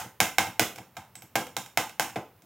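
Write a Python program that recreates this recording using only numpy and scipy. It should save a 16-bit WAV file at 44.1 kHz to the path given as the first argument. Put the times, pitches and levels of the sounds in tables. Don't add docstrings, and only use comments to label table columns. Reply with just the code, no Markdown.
import sys
import numpy as np
from scipy import signal
from scipy.fft import rfft, irfft, next_fast_len
from scipy.io import wavfile
from scipy.ndimage import uniform_filter1d

SR = 44100
rng = np.random.default_rng(int(sys.argv[2]) if len(sys.argv) > 2 else 0)


def master(y):
    cut = np.clip(np.atleast_2d(y).T, -1, 1)
    pcm = np.round(cut * 32767)
    wavfile.write(sys.argv[1], SR, pcm.astype(np.int16))


N = 108045
LEAD_IN_S = 1


def amp(db):
    return 10 ** (np.asarray(db) / 20)


def at(points, hz):
    point_hz, values = np.array(points, float).T
    return np.interp(np.log(np.maximum(hz, 1)), np.log(point_hz), values)


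def fade(t, t60):
    return np.exp(-np.log(1000) * t / t60)


def colour(x, points):
    size = 2 * next_fast_len(len(x))
    hz = np.fft.rfftfreq(size, 1 / SR)
    cepstrum = irfft(np.log(amp(at(points, hz))))
    cepstrum[1:size // 2] *= 2
    cepstrum[size // 2 + 1:] = 0
    response = np.exp(rfft(cepstrum))
    return irfft(rfft(x, size) * response)[:len(x)]


def burst(envelope, size):
    noise = rng.standard_normal(len(envelope)) * envelope
    spectrum = rfft(noise, 2 * len(noise))
    power = uniform_filter1d(abs(spectrum) ** 2, size)
    return irfft(spectrum / np.sqrt(power + 1e-12))[:len(noise)]


def add(track, start_s, x):
    i = int((start_s + LEAD_IN_S) * SR)
    track[i:i + len(x)] += x[:len(track) - i]


# (of the desk, apart from level_db)
BUTTON_PRESSES = [(-.07, 2, 0.94, 0.0082, -19, -0.5, -19, 1.5, -1),
                  (0.012, -17.5, 1.11, 0.035, -2, -3, 3.5, -13, -24),
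                  (0.203, 2, 0.973, 0.01, -1.5, 2.5, 0, 2.5, 3),
                  (0.3833, 3, 0.98, 0.012, -5, 0, 2.5, -2, -0.5),
                  (0.5953, 0.5, 0.92, 0.0085, 4, 2, 0.5, 3, 4.5),
                  (0.9674, -13.5, 0.98, 0.033, -17, -7, 3.5, -8, -10),
                  (1.355, -1.5, 1.007, 0.028, 6, 1.5, -15, -1, 0),
                  (1.5665, -8.5, 0.985, 0.0097, -4, -5, 10.5, 1, -7),
                  (1.7735, 1, 0.96, 0.0095, -5.5, -0.5, -1, -2, -12),
                  (1.9967, -2, 0.96, 0.0064, -3.5, 2, -7, 1, -15),
                  (2.1583, -10.5, 0.94, 0.077, 8.5, -5.5, 5, -11.5, -1)]


def play_presses(track):
    for start_s, level_db, pitch_ratio, contact_t60, *tone_db, thump_db in BUTTON_PRESSES:
        press = strike(click(pitch_ratio, *tone_db), contact_t60, surroundings())
        add(track, start_s, amp(level_db) * press)
        add(track, start_s, amp(thump_db) * thump())


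# (of the desk, apart from level_db)
LIGHT_TICKS = [(.043, -27.5, 13, -11, -10.5), (0.469, -13, -5, -7, -7.5), (.7593, -31, 10, 8.5, -16),
               (.7795, -26, -19.5, -4, -43), (.7845, -22, 6.5, -3, -10.5), (0.9537, -46.5, -13, 1, -29),
               (1.154, -29, -9, 7, -18), (1.2214, -32, 3.5, 5.5, -14.5), (1.4674, -27.5, 10, 3.5, -17),
               (1.6607, -30, -4, 5, -30), (1.8942, -28, -9, 4.5, -25), (2.0977, -35, -33, 8, -18),
               (2.4205, -50.5, 21, 13.5, -21.5)]
TICK_PITCH_RATIO, TICK_CONTACT_S = 0.98, 0.016
TICK_ROOM_DB = -1.5


def play_ticks(track):
    room = amp(TICK_ROOM_DB) * surroundings()
    for start_s, level_db, bass_db, treble_db, thump_db in LIGHT_TICKS:
        presence_db, knock_db = treble_db / 2, 0
        snaps = click(TICK_PITCH_RATIO, bass_db, presence_db, knock_db, treble_db)
        add(track, start_s, amp(level_db) * strike(snaps, TICK_CONTACT_S, room))
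        add(track, start_s, amp(thump_db) * thump())


def strike(snaps, contact_t60, room):
    towards, around = snaps
    sound = signal.fftconvolve(around, room)
    direct = signal.fftconvolve(towards, contact(contact_t60))
    sound[:len(direct)] += direct
    return sound


# freq_hz, level_db, t60_s, knock_share (part in the hollow knock, 0-1)
SHELL_MODES = [(509, 16, 0.039, 0.17), (798, 20.5, 0.014, 0), (1328, 11, 0.025, 0.18), (1602, 16, 0.024, 0),
               (2174, 19, 0.02, 0), (2340, 13.5, 0.011, 0.3), (2710, 14, 0.022, 0.22),
               (3215, 9.5, .015, 0.1), (3776, 9.5, 0.012, 0.85), (5435, 7.5, 0.017, 0),
               (5670, 8, 0.012, 0.27), (6720, 3.5, 0.01, 0), (7320, 6.5, 0.008, .3), (8680, 0, .01, 0.02),
               (12850, 0, 0.0072, 0)]
# freq_hz, level_db (per Hz)
CONTACT_CRACK = [(60, -0.5), (300, 3.5), (1000, 0.5), (2500, 2), (4400, 4), (6200, 3.5), (9500, 0),
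                 (15000, -0.5), (17000, -4)]
# freq_hz, level_db
DIRECT_CRACK_TONE = [(300, -4.5), (2500, -2), (5000, -3), (9000, 0), (15000, 0.5)]
TONE_CORNERS = [100, 400, 800, 2300, 6500]
STRIKE_SCATTER_DB = 1.2
DIRECT_SHELL_DB, DIRECT_KNOCK_SHARE = 1, 0.5


def click(pitch_ratio, bass_db, presence_db, knock_db, treble_db):
    hz = np.geomspace(30, SR / 2, 1200)
    crack_db = at(CONTACT_CRACK, hz)
    power = amp([crack_db + at(DIRECT_CRACK_TONE, hz), crack_db]) ** 2
    for freq_hz, mode_db, t60, knock_share in SHELL_MODES:
        centre_hz = freq_hz * pitch_ratio
        width_hz = np.log(1000) / (np.pi * t60)
        mode_knock_db = knock_share * knock_db
        around_db = mode_db + mode_knock_db + STRIKE_SCATTER_DB * rng.standard_normal()
        towards_db = around_db + DIRECT_SHELL_DB + DIRECT_KNOCK_SHARE * mode_knock_db
        gain = amp([[towards_db], [around_db]])
        detuning = (hz ** 2 - centre_hz ** 2) / (hz * width_hz)
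        power += gain ** 2 / (1 + detuning ** 2)
    tone_points = list(zip(TONE_CORNERS, [0, bass_db, 0, presence_db, treble_db]))
    spectra_db = 10 * np.log10(power) + at(tone_points, hz)
    impulse = signal.unit_impulse(SR // 16)
    return [colour(impulse, np.column_stack([hz, spectrum_db])) for spectrum_db in spectra_db]


CONTACT_RISE_S = 0.00021
BOUNCE_S, BOUNCE_SHARE = 0.00127, 0.23


def contact(t60):
    t = np.arange(SR // 16) / SR
    envelope = (1 - np.exp(-t / CONTACT_RISE_S)) * fade(t, t60)
    chatter = burst(envelope, size=70)
    rebound = np.concatenate([np.zeros(int(BOUNCE_S * SR)), chatter])[:len(t)]
    return (chatter + BOUNCE_SHARE * rebound) / np.hypot(1, BOUNCE_SHARE)


# freq_hz, level_db, peak_s (time to its peak)
DESK_THUMP = [(93, -42.5, 0.011), (119.6, -34.5, .020), (182, -39, 0.026), (231, -42, 0.022),
              (325.5, -43.5, .022)]


def thump():
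    t = np.arange(SR // 6) / SR
    boom = np.zeros(len(t))
    for freq_hz, level_db, peak_s in DESK_THUMP:
        swell_and_die = (t / peak_s * np.exp(1 - t / peak_s)) ** 6.0
        boom += amp(level_db) * swell_and_die * np.sin(2 * np.pi * freq_hz * t)
    return boom


# start_s, pitch_hz, spread_hz, level_db, t60_s
SPRING_PINGS = [(1.154, 7950, 380, -47.5, 0.29), (1.2212, 12760, 230, -53, 0.2)]


def play_pings(track):
    for start_s, pitch_hz, spread_hz, level_db, t60 in SPRING_PINGS:
        add(track, start_s, amp(level_db) * ping(pitch_hz, spread_hz, t60))


def ping(pitch_hz, spread_hz, t60):
    t = np.arange(SR // 3) / SR
    modes = rng.standard_normal((24, 2))
    ring = sum(np.sin(2 * np.pi * ((pitch_hz + spread_hz / 2 * detune) * t + phase))
               for detune, phase in modes)
    return ring / np.sqrt(len(modes) / 2) * fade(t, t60)


# freq_hz, level_db, t60_s (before the cap below)
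DESK_MODES = [(318.3, 17.5, 0.28), (490.2, -5, 0.29), (705, 3, 0.12), (782.7, 5, 0.24), (876, 8.5, 0.29),
              (886, 2.5, 0.51), (1023, 12, 0.35), (1356, 1, .35), (1606, 9.5, 0.16), (1730, -4.5, 0.25),
              (2116, -5, 0.52), (2880, 11.5, .35), (2825, -1, .35), (3050, -6.5, 0.12)]
DESK_MAX_T60_S = 0.4
# delay_s, level_db
WALL_REFLECTIONS = [(.0084, -17.5), (.0094, -14)]
# freq_hz, level_db (against the direct sound)
ROOM_ECHO = [(40, 2.5), (90, 10), (250, 8), (450, -0.5), (800, -0.5), (1300, 1.5), (2200, -4), (3100, 0),
             (4400, -4.5), (6500, 1), (10000, -0.5), (16000, -2)]
# freq_hz, t60_s
ROOM_DECAY = [(100, 0.35), (400, 0.32), (1000, 0.3), (2500, 0.31), (7000, 0.29), (15000, 0.33)]
ROOM_ONSET_S, ROOM_RISE_S = 0.002, 0.0014


def surroundings():
    t = np.arange(SR * 2 // 3) / SR
    hz = np.fft.rfftfreq(len(t), 1 / SR)
    mean_t60 = np.mean([t60 for _, t60 in ROOM_DECAY])
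    swell = 1 - np.exp(-np.maximum(t - ROOM_ONSET_S, 0) / ROOM_RISE_S)
    noise = rfft(burst(swell * fade(t, mean_t60), size=150))
    echo = 0
    for shares, (_, t60) in zip(np.eye(len(ROOM_DECAY)), ROOM_DECAY):
        band = at([(freq_hz, share) for (freq_hz, _), share in zip(ROOM_DECAY, shares)], hz)
        echo = echo + irfft(noise * band, len(t)) * fade(t, t60) / fade(t, mean_t60)
    response = colour(echo, ROOM_ECHO)
    for freq_hz, level_db, t60 in DESK_MODES:
        t60 = min(t60, DESK_MAX_T60_S)
        peak_scale = 2 * np.log(1000) / (t60 * SR)
        ring = np.sin(2 * np.pi * (freq_hz * t + rng.random()))
        response += amp(level_db) * peak_scale * swell * fade(t, t60) * ring
    for delay_s, level_db in WALL_REFLECTIONS:
        response[int(delay_s * SR)] += amp(level_db)
    return response


# freq_hz, level_db (per Hz)
ROOM_FLOOR = [(25, -9.5), (50, -12), (105, -1.5), (200, -9), (400, -14.5), (1000, -16.5), (3000, -26.5),
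              (8000, -35), (15000, -24)]
FLOOR_DB = -60


def background():
    noise = colour(rng.standard_normal(N), ROOM_FLOOR)
    return noise / np.std(noise) * amp(FLOOR_DB)


def scene():
    track = np.zeros(N + LEAD_IN_S * SR)
    play_presses(track)
    play_ticks(track)
    play_pings(track)
    heard = track[LEAD_IN_S * SR:] + background()
    return np.array([heard, heard])


# freq_hz, level_db (positive is louder on the left)
MIC_BALANCE = [(30, 0), (600, 0), (1900, -.4), (3000, -3.3), (4400, -7.8), (5600, -10), (7200, -5.5),
               (8400, 0), (8900, 0), (9300, 3), (11700, 3), (13800, 0)]
LOW_CUT_HZ, TOP_HZ = 66, 15900


def record(dry):
    size = 2 * next_fast_len(N)
    hz = np.fft.rfftfreq(size, 1 / SR)
    ratio = amp(at(MIC_BALANCE, hz))
    low_cut = hz ** 4 / np.hypot(hz ** 4, LOW_CUT_HZ ** 4)
    balance = np.array([2 * ratio, np.full_like(ratio, 2)]) / (1 + ratio)
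    out = irfft(rfft(dry, size) * low_cut * balance)[:, :N]
    top_cut = signal.ellip(8, 0.2, 70, TOP_HZ, fs=SR, output="sos")
    return signal.sosfilt(top_cut, out)


dry = scene()
out = record(dry)
master(out)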